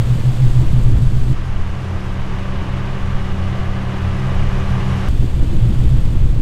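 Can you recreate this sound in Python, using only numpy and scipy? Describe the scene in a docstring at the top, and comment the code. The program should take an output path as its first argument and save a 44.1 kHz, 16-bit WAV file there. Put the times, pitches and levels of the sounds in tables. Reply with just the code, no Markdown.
"""A rotary-engined sports car idles on a quiet street, its exhaust swelling in braps about seven times
a second: rotor firings boom in the pipe, gas burbles after them and the engine bay whirrs and hisses.
An abrupt cut moves to the back of a car transporter: diesel clatter, fan tones and a generator's hum,
the car still throbbing behind. A second cut returns to the car with a faint tick.
Wind rumbles on the microphone throughout."""
import sys
import numpy as np
from scipy import signal
from scipy.fft import rfft, irfft, next_fast_len
from scipy.io import wavfile
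from scipy.ndimage import uniform_filter1d, minimum_filter1d

SR = 44100
rng = np.random.default_rng(int(sys.argv[2]) if len(sys.argv) > 2 else 0)


def wav_record(signal):
    """Record a signal, one row per channel, as 16-bit PCM in the file named by sys.argv[1]."""
    frames = np.transpose(np.atleast_2d(signal))
    bounded = np.clip(frames, -1, 1)
    # unit amplitude maps onto the largest positive 16-bit level
    quanta = np.round(bounded * 32767).astype(np.int16)
    wavfile.write(sys.argv[1], SR, quanta)


N = 282681
TIME = np.arange(N) / SR
TO_TRUCK_S, TO_CAR_S = 1.335, 5.087
LULL_FIRING_HZ = 57.6   # the rotary sags to this rate between braps

# Braps of the hunting idle beside the car. Each row: peak time in seconds, boom in relative dB,
# top firing rate in Hz, length in seconds, burble in relative dB.
BRAPS = [(0.0, -7, 60.4, 0.03, -35), (0.118, -11, 60, 0.073, -32), (0.282, -9.5, 63.6, 0.061, -35),
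         (0.437, -8.5, 65, .085, -45), (0.584, -8.5, 63.7, 0.088, -27), (0.757, -11.5, 61, 0.11, -31),
         (0.88, -10.5, 61, 0.064, -25), (1.029, -11, 66, .06, -51), (1.169, -15, 67, 0.065, -38),
         (1.302, -12.5, 64, .06, -35), (5.202, -14, 56, 0.046, -25.5), (5.379, -18, 64, 0.059, -30.5),
         (5.51, -27.5, 60, 0.068, -27.5), (5.65, -12, 60, 0.084, -26.5), (5.801, -13.5, 63, 0.083, -27.5),
         (5.932, -11.5, 62, 0.061, -29.5), (6.091, -20, 58, 0.072, -30), (6.218, -15.5, 61, 0.056, -34),
         (6.373, -17, 61, 0.068, -30)]
# Exhaust pipe resonances. Each row: pitch in Hz, width in Hz, relative level in dB.
PIPE_MODES = [(125.3, 21.4, 29), (88, 35, -19), (201, 16, -27)]
# Moving around the bonnet. Each row: time in seconds, whirr in dB, hiss in dB.
BAY_LEVELS = [(0.0, -37, -45), (0.6, -38, -46.5), (1.15, -41.5, -48.5), (5.1, -38.5, -48.5),
              (5.4, -38.5, -49.5), (5.8, -37.5, -47.8), (6.41, -41.5, -51.5)]
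# Tone colours of the car's noises. Each row: frequency in Hz, relative density in dB.
BURBLE_COLOUR = [(72, -17), (95, 5.5), (150, 3.5), (190, -1.5), (225, -2), (262, -8.5), (320, -6),
                 (390, -14.5), (550, -22.5), (900, -48)]   # exhaust gas
WHIRR_COLOUR = [(400, -7.5), (520, -6.5), (680, -10), (1100, -13.5), (1450, -17), (2100, -18.5),
                (2700, -18), (3450, -18.5), (4000, -26.5), (4600, -32)]   # engine bay
HISS_COLOUR = [(3700, -3), (4000, -3.5), (4450, -2), (5300, -7), (6000, -8), (6700, -6), (8300, -5.5),
               (9300, -11.5), (10200, -14.5), (12300, -13), (14000, -18), (15600, -23)]   # intake air

# Strength of the wind. Each row: time in seconds, relative level in dB.
BREEZE_LEVELS = [(0.0, -20), (0.45, -14.5), (0.7, -12), (1.22, -10.5), (1.42, -18.5), (1.62, -14.5),
                 (1.8, -26), (2.25, -20.5), (3.3, -19), (4.1, -22.5), (4.5, -15), (5.02, -23.5), (5.1, -11),
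                 (5.75, -14), (5.97, -11), (6.41, -11)]
# Gusts that buffet the microphone. Each row: peak time in seconds, level in dB, length in seconds.
GUSTS = [(0.087, -21.5, 0.23), (0.656, -15.5, 0.11), (0.976, -16.5, 0.18), (1.25, -20, .15),
         (5.152, -16, 0.21), (5.38, -17.5, .12), (5.637, -17.5, 0.34), (5.9, -11, .15), (6.21, -15, .16)]
# Tone colours of the wind. Each row: frequency in Hz, relative density in dB.
PUSH_COLOUR = [(5, 2.5), (12, -1.5), (21, 1.5), (34, -10), (48, -21)]   # large eddies
BUFFET_COLOUR = [(38, 0), (52, 6), (66, 1), (85, 0.5), (130, -8), (300, -33)]   # small eddies

# Walking along the transporter. Each row: time in seconds, then clatter, air rush and fan in relative dB.
TRUCK_LEVELS = [(1.34, -36.2, -51.4, -40), (1.7, -35.3, -51.2, -33.5), (2.6, -33.6, -51.3, -30.5),
                (3.8, -32.6, -50.3, -29), (4.5, -31.3, -48.5, -27.7), (5.09, -31, -46, -26.7)]
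# Tone colours of the diesel. Each row: frequency in Hz, relative density in dB.
KNOCK_COLOUR = [(200, -15.5), (260, -16.5), (330, -17), (440, -16.5), (800, -18.5), (1200, -18),
                (1400, -23), (2000, -24.5), (3000, -27.5), (3800, -33.5), (4600, -40)]   # combustion knocks
STACK_COLOUR = [(68, 0), (80, 5.5), (93, 9.5), (101, -21), (145, -5), (165, -4.5), (180, -3.5), (215, -9.5),
                (250, -16.5)]   # exhaust stack
RUSH_COLOUR = [(3900, -4.5), (4700, -0.5), (6000, -1.5), (8000, -7), (10000, -11), (11300, -15),
               (12600, -16), (14200, -21), (15600, -30)]   # cooling air
# Diesel block resonances. Each row: pitch in Hz, width in Hz, lift in dB.
BLOCK_MODES = [(313, 48, 5.5), (1150, 98, 1), (1605, 230, 3), (2890, 110, 1)]
# Fan, gears and belts turning with the diesel. Each row: pitch in Hz, relative level in dB.
FAN_TONES = [(190.8, 0), (381.8, -13), (531, -23), (571.5, -18.5), (675, -25), (764, -21), (841, -23),
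             (1044, -23), (1143, -18.5), (1189, -25), (1218, -25), (1551, -26), (1717, -29), (1950, -29),
             (1980, -27), (2859, -27), (2930, -31), (2975, -31)]
# The generator's hum. Each row: multiple of its shaft speed, relative level in dB.
GENERATOR_ORDERS = [(1, -11), (2, 2.5), (3, -6)]


def from_db(db):
    """Decibels to gain."""
    return 10 ** (np.asarray(db) / 20)


def unit_rms(x):
    """Scale to unit power."""
    return x / np.sqrt(np.mean(x ** 2) + 1e-20)


def faders(rows):
    """Each dB column of a timed table as a gain at every sample."""
    times, *columns = np.transpose(rows)
    return [from_db(np.interp(TIME, times, db)) for db in columns]


def drift(rate_hz):
    """A slow random wobble with a spread of 1."""
    lowpass = 1 + (np.fft.rfftfreq(N, 1 / SR) / rate_hz) ** 2
    return unit_rms(irfft(rfft(rng.standard_normal(N)) / lowpass, N))


def coloured(x, colour):
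    """EQ a sound to a colour, rolling off beyond its ends, at unit power."""
    hz, db = np.transpose(colour)
    size = next_fast_len(N)
    freqs = np.fft.rfftfreq(size, 1 / SR) + 1e-3
    skirts = np.minimum(1, np.minimum(freqs / hz[0], hz[-1] / freqs)) ** 4
    curve = from_db(np.interp(np.log(freqs), np.log(hz), db))
    return unit_rms(irfft(rfft(x, size) * skirts * curve, size)[:N])


def resonance(x, hz, width_hz):
    """Two-pole resonator with gain 1 at its peak."""
    radius = np.exp(-np.pi * width_hz / SR)
    poles = [1, -2 * radius * np.cos(2 * np.pi * hz / SR), radius ** 2]
    return signal.lfilter(np.array([1, 0, -1]) * (1 - radius ** 2) / 2, poles, x + 1e-18)


def levelled(x, span_s):
    """Ride the gain to hold the power at 1 over short spans."""
    size = int(span_s * SR)
    return x / np.sqrt(uniform_filter1d(uniform_filter1d(x * x, size), size) + 1e-12)


def turning(hz, wander, wander_hz):
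    """Cycles completed by a shaft whose speed wanders."""
    return np.cumsum(hz * (1 + wander * drift(wander_hz))) / SR


def puffs(cycles, depth):
    """Noise that flares at each firing and fades until the next."""
    return rng.standard_normal(N) * (1 + depth * np.exp(-4 * (cycles % 1)))


def tone(cycles, level_db, waver_db):
    """A sine whose level wavers."""
    gain = np.sqrt(2) * from_db(level_db + waver_db * drift(13.0))
    return gain * np.sin(2 * np.pi * (cycles + rng.random()))


def swell(peak_s, length_s, rise_share=.48):
    """A rounded rise and fall that peaks at 1."""
    since = TIME - peak_s
    width_s = length_s * np.where(since < 0, rise_share, 1 - rise_share)
    return np.exp(-np.minimum((since / width_s) ** 2, 50))


def approach(db_per_s):
    """A steady fade up during the walk along the transporter, at gain 1 half way."""
    return from_db(db_per_s * (np.clip(TIME, TO_TRUCK_S, TO_CAR_S) - (TO_TRUCK_S + TO_CAR_S) / 2))


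def near_idle(lull_boom_db, lull_burble_db):
    """Each brap lifts the firing rate and the boom; unburnt gas sputters out just after."""
    firing_hz, boom, burble = LULL_FIRING_HZ, from_db(lull_boom_db), from_db(lull_burble_db)
    for peak_s, boom_db, top_hz, length_s, burble_db in BRAPS:
        brap = swell(peak_s, length_s)
        afterboom = from_db(-12) * swell(peak_s + 0.053, length_s=0.12)
        sputter = swell(peak_s + 0.042, length_s=0.094)
        firing_hz = firing_hz + (top_hz - LULL_FIRING_HZ) * brap
        boom = np.hypot(boom, from_db(boom_db) * np.hypot(brap, afterboom))
        burble = np.hypot(burble, from_db(burble_db) * sputter)
    return firing_hz, boom, burble


def exhaust(firings, uneven_db, rough_share):
    """Uneven rotor firings ring the pipe; their second harmonic sits on its resonance and booms."""
    kicks = np.diff(np.floor(firings), prepend=-1) * from_db(uneven_db * rng.standard_normal(N))
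    pipe = sum(from_db(db) * resonance(kicks, hz, width) for hz, width, db in PIPE_MODES)
    muffled = signal.sosfilt(signal.butter(2, [85, 210], "band", fs=SR, output="sos"), pipe)
    harmonic = np.sqrt(2) * np.cos(4 * np.pi * firings)
    return levelled(rough_share * unit_rms(muffled) + (1 - rough_share) * harmonic, span_s=0.019)


def gas_burble(firings):
    """Gas burbles out of the pipe with each firing."""
    return from_db(5.5) * levelled(coloured(puffs(firings, depth=2.6), BURBLE_COLOUR), span_s=0.04)


def engine_bay(firings):
    """Belts whirr and the intake hisses under the bonnet."""
    whirr_gain, hiss_gain = faders(BAY_LEVELS)
    whirr = coloured(puffs(firings, depth=0.23), WHIRR_COLOUR)
    hiss = coloured(puffs(firings, depth=0.26) * from_db(1.1 * drift(30)), HISS_COLOUR)
    return whirr_gain * whirr + hiss_gain * hiss


def wind(waver_db):
    """Large eddies push slowly on the microphone; smaller ones buffet it, most of all in gusts."""
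    breeze, = faders(BREEZE_LEVELS)
    buffet_gain = from_db(-4) * breeze ** 1.356   # buffeting grows faster than the breeze
    for peak_s, db, length_s in GUSTS:
        buffet_gain = np.hypot(buffet_gain, from_db(db) * swell(peak_s, length_s))
    push_gain = breeze * from_db(waver_db * drift(4.6))
    push = levelled(coloured(rng.standard_normal(N), PUSH_COLOUR), span_s=0.12)
    buffet = levelled(coloured(rng.standard_normal(N), BUFFET_COLOUR), span_s=0.15)
    return push_gain * push + buffet_gain * buffet


def diesel(clatter_gain, rush_gain):
    """Knocks ring in the block and boom in the stack; cooling air rushes past."""
    firings = turning(hz=38.16, wander=0.0067, wander_hz=3.3)
    knocks = coloured(puffs(firings, depth=.2) * from_db(0.57 * drift(24)), KNOCK_COLOUR)
    ring = sum((from_db(db) - 1) * resonance(knocks, hz, width) for hz, width, db in BLOCK_MODES)
    block = from_db(1.27) * unit_rms(knocks + ring)
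    stack = from_db(3.0) * coloured(puffs(firings, depth=0.96), STACK_COLOUR)
    air = from_db(-1.5) * coloured(rng.standard_normal(N) * from_db(0.65 * drift(28)), RUSH_COLOUR)
    return clatter_gain * (block + stack) + rush_gain * air


def cooling_fan():
    """Blade, gear and belt tones waver in pitch together with the shaft."""
    shaft_time = turning(hz=1, wander=0.00078, wander_hz=1.86)
    return sum(tone(hz * shaft_time, db, waver_db=-0.27) for hz, db in FAN_TONES)


def generator():
    """A small engine on the trailer drones unevenly on its first few orders."""
    gain = from_db(-29) * approach(db_per_s=1.7)
    turns = turning(hz=43.45, wander=0.0078, wander_hz=9.6)
    return gain * sum(tone(order * turns, db, waver_db=1.5) for order, db in GENERATOR_ORDERS)


def transporter():
    """Diesel, fan and generator grow louder as the listener walks along the transporter."""
    clatter_gain, rush_gain, fan_gain = faders(TRUCK_LEVELS)
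    return diesel(clatter_gain, rush_gain) + fan_gain * cooling_fan() + generator()


def far_idle(braps_per_s, top_hz, jitter_s, uneven_db):
    """From behind the transporter the braps go on loosely in time, blurred into a throb."""
    beats = np.arange(TO_TRUCK_S, TO_CAR_S, 1 / braps_per_s)
    chance = rng.standard_normal(size=(64, 2))
    throb = sum(from_db(uneven_db * strong) * swell(beat_s + jitter_s * late, length_s=.11)
                for beat_s, (late, strong) in zip(beats, chance))
    firing_hz = LULL_FIRING_HZ + (top_hz - LULL_FIRING_HZ) * np.minimum(throb, 1)
    boom = from_db(-28) * approach(db_per_s=1.96) * np.hypot(1, throb)   # throb over a steady floor
    return firing_hz, boom


def cut_tick(level_db):
    """The cut back to the car makes a faint tick."""
    click = np.zeros(N)
    click[round(TO_CAR_S * SR)] = from_db(level_db)
    return signal.lfilter([1], [1, -.7], click + 1e-18)


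def scene():
    """Car, transporter, car; each engine carries to the other's place, and the wind is everywhere."""
    opening = uniform_filter1d((TIME < TO_TRUCK_S) * 1., size=64)
    closing = uniform_filter1d((TIME > TO_CAR_S) * 1., size=64)
    at_car = opening + closing
    at_truck = 1 - at_car
    truck_gain = at_truck + from_db(-5.0) * opening + from_db(-17.5) * closing
    near_hz, near_boom, burble_gain = near_idle(lull_boom_db=-28, lull_burble_db=-32.5)
    far_hz, far_boom = far_idle(braps_per_s=6.8, top_hz=63.5, jitter_s=0.014, uneven_db=2.5)
    firings = turning(at_car * near_hz + at_truck * far_hz, wander=.035, wander_hz=14)
    boom_gain = at_car * near_boom + at_truck * far_boom
    boom = boom_gain * exhaust(firings, uneven_db=14.0, rough_share=0.56)
    car = boom + at_car * (burble_gain * gas_burble(firings) + engine_bay(firings))
    return (car + truck_gain * transporter() + wind(waver_db=1.5) + cut_tick(level_db=-15.5))[None]


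def record(dry):
    """A fast limiter holds the peaks down to full scale; the top is cut steeply."""
    ducking = minimum_filter1d(1 / np.maximum(np.abs(dry), 1), size=600)
    limited = dry * uniform_filter1d(uniform_filter1d(ducking, size=300), size=300)
    cutoff_hz = 15700
    return signal.sosfilt(signal.ellip(10, .1, 80, cutoff_hz, fs=SR, output="sos"), limited)


dry = scene()
out = record(dry)
wav_record(out)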